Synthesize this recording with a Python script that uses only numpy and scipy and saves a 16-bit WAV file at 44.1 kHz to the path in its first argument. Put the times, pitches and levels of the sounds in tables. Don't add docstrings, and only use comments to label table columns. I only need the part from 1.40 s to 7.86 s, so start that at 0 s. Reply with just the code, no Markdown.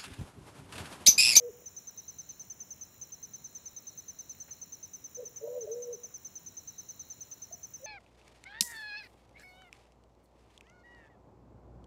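import sys
import numpy as np
from scipy import signal
from scipy.fft import rfft, irfft
from scipy.io import wavfile
from scipy.ndimage import uniform_filter1d

SR = 44100
rng = np.random.default_rng(int(sys.argv[2]) if len(sys.argv) > 2 else 0)


def linear_from_db(decibels):
    return 10 ** (np.asarray(decibels, float) / 20)


def int16_out(signal):
    q = np.round(np.clip(np.atleast_2d(signal).T, -1, 1) * 32767)
    wavfile.write(sys.argv[1], SR, q.astype(np.int16))


N = 284886
TIME = np.arange(N) / SR
COARSE_STEP = 16
COARSE_N = -(-N // COARSE_STEP) + 2

# (time [s], voice pitch [Hz], voice level [dB], air-sac level [dB])
COOS = [
    [(0, 489, -52, -55), (.03, 481, -42, -65), (.055, 477, -38, -61), (.08, 491, -43, -63),
     (.098, 428, -44, -73)],
    [(3.783, 497, -44.5, -56.5), (3.798, 489.5, -40.5, -51.5), (3.82, 510, -50.5, -54),
     (3.834, 460, -41, -60)],
    [(4.024, 440, -47.5, -56), (4.042, 455.5, -35.5, -47), (4.078, 483, -46.5, -39.5),
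     (4.1, 484, -41, -52.5), (4.15, 503, -43, -46), (4.178, 498.6, -35.5, -45.5), (4.205, 470, -46, -51.5),
     (4.225, 462, -41.5, -64), (4.25, 427, -40, -56.5)],
    [(4.281, 421, -46.5, -49), (4.315, 453.5, -35.5, -54), (4.358, 483, -41, -61), (4.385, 483, -40, -59),
     (4.415, 488, -43.5, -54), (4.452, 486, -51, -64.5), (4.49, 477, -39.5, -56.5), (4.525, 486, -42, -53),
     (4.549, 423, -45.5, -66.5)],
]


def columns(rows, t=TIME):
    s, *rest = np.transpose(rows)
    return [np.interp(t, s, column) for column in rest]


def rms_one(x):
    return x / np.sqrt(np.mean(x ** 2))


def coloured(spectrum):
    hz, db = np.transpose(spectrum)
    bins = np.arange(1, N // 2 + 2) * SR / N
    gain = linear_from_db(np.interp(np.log(bins), np.log(hz), db, -90, -90))
    return rms_one(irfft(rfft(rng.standard_normal(N)) * gain, N))


def coarse(hz):
    lowpass = signal.butter(2, hz, fs=SR / COARSE_STEP, output="sos")
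    noise = rng.standard_normal(N // COARSE_STEP + SR // COARSE_STEP)
    return rms_one(signal.sosfilt(lowpass, noise)[-COARSE_N:])


def fine(x):
    return np.interp(np.arange(N) / COARSE_STEP, np.arange(len(x)), x)


def slow(hz):
    return fine(coarse(hz))


def turns(hz):
    return 2 * np.pi * np.cumsum(hz) / SR


def blur(hz, width_hz):
    phase = turns(hz)
    return slow(width_hz / 2) * np.cos(phase) + slow(width_hz / 2) * np.sin(phase)


def scatter(x, level_db, t60):
    age = TIME[:SR]
    build_up = np.minimum(age / 0.041, 1)
    wash = rng.standard_normal(SR) * linear_from_db(-60 * age / t60) * build_up
    return linear_from_db(level_db) * signal.fftconvolve(x, wash / np.sqrt(np.sum(wash ** 2)))[:N]


def moving_air():
    # (frequency [Hz], level [dB per Hz])
    air_spectrum = [(20, -32), (50, -9), (90, 0.5), (200, -4.5), (350, -8.5), (700, -13), (1500, -18),
                    (3000, -21), (3600, -25), (4750, -33.5), (7800, -27), (10000, -28.5), (13000, -25.5),
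                    (16000, -24)]
    return linear_from_db(-62.5) * coloured(air_spectrum)


def choruses():
    # (centre [Hz], width [Hz], level [dB], throb rate [per s], throb depth [0-1], patchiness [dB])
    bands = [(7027, 204, -66, 42, 0.21, 0.7), (6850, 310, -73, 53, 0.1, 1.2), (5840, 420, -69, 39, 0.2, 1),
             (5570, 380, -74.5, 23, .1, 1.5), (6290, 220, -72, 35, 0, 2), (8070, 350, -88.5, 10, .4, 3.5),
             (7450, 300, -85.5, 9.4, .3, 5), (4020, 310, -86, 20, 0, 1)]
    steady = np.ones(N)
    out = np.zeros(N)
    for hz, width_hz, db, per_s, depth, patchy_db in bands:
        throb = 1 + depth * np.sin(turns(per_s * steady))
        out += linear_from_db(db + patchy_db * slow(3)) * throb * blur(hz * steady, width_hz)
    return out


def cicadas():
    # (start [s], length [s], level [dB], first resonance [Hz], last resonance [Hz])
    phrases = [(.2, .98, -74, 4000, 4270), (.18, 0.93, -73, 3860, 4000), (1.147, 1.54, -73, 3993, 4186),
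               (1.7, 1.3, -72.5, 3907, 3878), (2.4, 1.13, -71.5, 4090, 4190),
               (2.75, 1.17, -76.5, 3930, 3900), (3.448, 1.41, -80.5, 4154, 4120),
               (3.7, 1.22, -77, 3890, 3880), (4.744, 1.62, -72, 4100, 4236), (4.798, 1.38, -72, 3900, 3930),
               (6.2, .6, -79, 3870, 3900)]
    clicks_per_s = (96.9, 97.4)
    line_width_hz, resonance_width_hz = 24, 207
    swell_shape, cut_off_s = 0.51, 0.051
    centre_hz = 4050
    t = np.arange(COARSE_N) * COARSE_STEP / SR
    out = 0
    for voice, per_s in enumerate(clicks_per_s):
        flutter = linear_from_db(-5 + 0.87 * coarse(6.8))
        for line_hz in np.arange(37, 47) * per_s:
            heard = 0
            for start, length, db, first_hz, last_hz in phrases[voice::2]:
                along = np.clip((t - start) / length, 0, 1)
                swell = np.abs(np.sin(np.pi * along ** 1.19)) ** swell_shape
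                swell = swell * np.clip((1 - along) * length / cut_off_s, 0, 1) * (along > 0)
                resonance_hz = first_hz + (last_hz - first_hz) * along
                picked = np.exp(-((line_hz - resonance_hz) / resonance_width_hz) ** 2)
                heard = heard + linear_from_db(db) * swell * picked
            line = coarse(line_width_hz) + 1j * coarse(line_width_hz) + .5 * coarse(60)
            out += flutter * heard * line * np.exp(2j * np.pi * (line_hz - centre_hz) * t)
    return np.real(fine(out) * np.exp(2j * np.pi * centre_hz * TIME))


def katydid():
    # (time [s], lead [strokes])
    lead = [(0, -.43), (.95, .22), (1.2, .11), (1.5, .11), (2.55, -.36), (3.0, -.3), (3.6, -.29),
            (4.5, -.05), (5.1, .2), (5.3, .09), (6.46, .19)]
    # (frequency [Hz], level [dB per Hz])
    rasp_spectrum = [(10400, -43), (11650, -17.5), (13350, -18), (14050, -7.5), (14620, 0.5), (14950, -2),
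                     (15320, 0.5), (16400, -5.5)]
    count = 55 * TIME + columns(lead)[0] + 1.5
    to_peak = count % 1 - .53
    shape = np.exp(np.where(to_peak < 0, to_peak / .095, -to_peak / 0.05))
    strength = linear_from_db(2.1 * rng.standard_normal(400))[count.astype(int)]
    second = np.exp(-((TIME - 4.1) / .07) ** 4)
    scrape = shape * strength + 0.19 + .15 * second
    return linear_from_db(-56.5 + .3 * second) * scrape * coloured(rasp_spectrum)


def twigs():
    # (time [s], peak level [dB], centre [Hz], t60 [s])
    ticks = [(.187, -56.5, 493, .12), (.219, -55, 467, 0.073), (.4905, -59, 1200, .06),
             (.89, -62, 3150, .22), (1.3785, -60, 2900, .025), (1.54, -63, 2450, .12),
             (1.7035, -58, 2950, .035), (2.455, -61, 2750, .05), (2.9485, -58, 2400, 0.039),
             (3.081, -54.5, 1600, 0.13), (3.089, -60, 2540, .05), (4.64, -52, 500, 0.083),
             (5.845, -64, 2950, .22), (5.9175, -55.5, 3200, .05), (3.081, -56, 754, .07)]
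    half_width = 1.45
    out = np.zeros(N + SR)
    age = np.arange(6000) / SR
    for s, db, hz, t60 in ticks:
        band = signal.butter(2, [hz / half_width, hz * half_width], "band", fs=SR, output="sos")
        puff = rng.standard_normal(len(age)) * linear_from_db(-60 * age / t60)
        puff = signal.sosfilt(np.vstack([band, band]), puff)
        at = round(s * SR)
        out[at:at + len(age)] += linear_from_db(db) * puff / abs(puff).max()
    return out[:N]


def strokes(rows):
    # (time after onset [s], pitch ratio [1], level [dB])
    one_stroke = [(-.0022, .925, -45), (-.0011, .94, -10), (0, .968, -3.5), (.005, 1.003, -.5),
                  (.014, .998, -.7), (.0255, .943, -5), (.0285, .914, -22), (.031, .898, -9.5),
                  (.04, .83, -45)]
    spread_db, tail_db, tail_spread_db = .3, -3, 2
    tail_from_s, tail_full_s = 0.021, 0.04
    lead_in, length = 100, 1800
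    out = np.zeros(N + SR)
    age = np.arange(-lead_in, length - lead_in) / SR
    ratio, db = columns(one_stroke, age)
    share = np.clip((age - tail_from_s) / (tail_full_s - tail_from_s), 0, 1)
    for (s, level_db, top_hz), (start, strong, tail) in zip(rows, rng.standard_normal((400, 3))):
        at = round(s * SR)
        tail_gain_db = share * (tail_db + tail_spread_db * tail)
        gain = linear_from_db(level_db + spread_db * strong + db + tail_gain_db)
        out[at:at + length] += gain * np.sin(turns(ratio * top_hz) + 2 * np.pi * start)
    return out[lead_in:N + lead_in]


def chirps():
    # (time [s], stroke number [1], top pitch [Hz])
    bouts = [
        [(.2598, 0, 6190), (.472, 2, 6225), (.6805, 4, 6245), (.9971, 7, 6250), (1.3067, 10, 6250),
         (1.4117, 11, 6242)],
        [(1.6143, 0, 6240), (2.2578, 6, 6236), (2.7888, 11, 6233), (3.4293, 17, 6236), (3.9611, 22, 6226)],
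        [(4.2088, 0, 6220), (4.848, 6, 6232), (5.063, 8, 6237), (5.914, 16, 6233), (6.125, 18, 6235),
         (6.4444, 21, 6238)],
    ]
    rows = []
    for bout in bouts:
        s, number, hz = np.transpose(bout)
        for k in np.arange(number[-1] + 1):
            rows.append((np.interp(k, number, s), -38.5, np.interp(k, number, hz)))
    return rows


def crickets():
    # (first stroke [s], period [s], top pitch [Hz], level [dB])
    far_singers = [(.03, .113, 6100, -65.5), (.07, 0.078, 5900, -66), (0.012, 0.1, 6290, -65.5),
                   (.05, 0.09, 5600, -66)]
    wing = signal.butter(6, 4950, "high", fs=SR, output="sos")
    leaves = linear_from_db(0.23 + 0.82 * slow(250))
    near = signal.sosfilt(wing, strokes(chirps()) * leaves + 1e-18)
    far_rows = [(s, db, top_hz) for first, period, top_hz, db in far_singers
                for s in np.arange(first, N / SR, period)]
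    return near + scatter(near, -23.5, 0.23) + scatter(strokes(far_rows), -1.5, 0.34)


def notes():
    # (time [s], pitch [Hz], voice level [dB], air-sac level [dB])
    scoop, fall = (-.014, -38, -15, 1), (.016, -72, -17, -8)
    return [[np.add(note[0], scoop), *note, np.add(note[-1], fall)] for note in COOS]


def gate(sung, fade_s):
    on = sum((TIME >= note[0][0]) & (TIME < note[-1][0]) for note in sung) > 0
    return uniform_filter1d(on * 1., round(fade_s * SR), mode="nearest")


def far_birds():
    # (time [s], pitch [Hz], level [dB])
    far_notes = [
        [(4.278, 8050, -84), (4.295, 8000, -74), (4.305, 7950, -84), (4.318, 7850, -78.5), (4.33, 7800, -86)],
        [(6.109, 620, -61), (6.115, 660, -48.5), (6.127, 722, -68), (6.142, 718, -57), (6.155, 640, -70)],
        [(6.4, 510, -60), (6.415, 512, -61.5), (6.44, 540.4, -45.5), (6.45, 615, -50), (6.47, 680, -45)],
    ]
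    hz, db = columns(sum(far_notes, []))
    far = linear_from_db(db - 1.0) * np.sin(turns(hz)) * gate(far_notes, .004)
    return far + scatter(far, -6.5, .4)


def pigeons():
    sung = notes()
    hz, voice_db, sac_db = columns(sorted(sum(sung, []), key=lambda row: row[0]))
    phase = turns(hz * (1 + 0.003 * slow(40)))
    octave_db = -76 + 0.76 * (sac_db + 53)
    octave = linear_from_db(octave_db) * np.exp(-((hz - 488) / 49) ** 2)
    voice = linear_from_db(voice_db + 0.57 * slow(120)) * np.sin(phase) + octave * np.sin(2 * phase)

    note_sac_hz = (638, 569, 570, 582)
    sac_rows = [(row[0], note_hz) for note, note_hz in zip(COOS, note_sac_hz) for row in (note[0], note[-1])]
    sac_hz = columns(sac_rows)[0] + 2.5 * (sac_db + 49.5)
    sac = linear_from_db(4.2 * slow(39) - 1.5) * np.sin(turns(sac_hz * (1 + 0.0179 * slow(50.1))))

    breath_db = -12.5 + sac_db * 0.7 - 23.5
    breath = linear_from_db(breath_db) * blur(640 * np.ones(N), 164)
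    near = (voice + linear_from_db(sac_db) * sac + breath) * gate(sung, 0.0066)
    return np.sqrt(2) * (near + far_birds())


def glade(x):
    # (ringing pitch [Hz], level [dB], t60 [s])
    ringing = [(485, -21, 1.2), (485, -7.5, .36)]
    out = x + scatter(x, -13, 0.4)
    for hz, db, t60 in ringing:
        r = linear_from_db(-60 / (t60 * SR))
        poles = [1, -2 * r * np.cos(2 * np.pi * hz / SR), r * r]
        out += linear_from_db(db) * signal.lfilter([1 - r, 0, r - 1], poles, x + 1e-18)
    return out


def scene():
    insects = choruses() + cicadas() + katydid() + crickets()
    return (moving_air() + insects + twigs() + glade(pigeons()))[None]


def roll_off(x):
    return signal.sosfilt(signal.butter(12, 17000, fs=SR, output="sos"), x)


def record(dry):
    top = signal.ellip(16, .05, 70, 15750, fs=SR, output="sos")
    return roll_off(signal.sosfilt(top, dry))


dry = scene()
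out = record(dry)
int16_out(out)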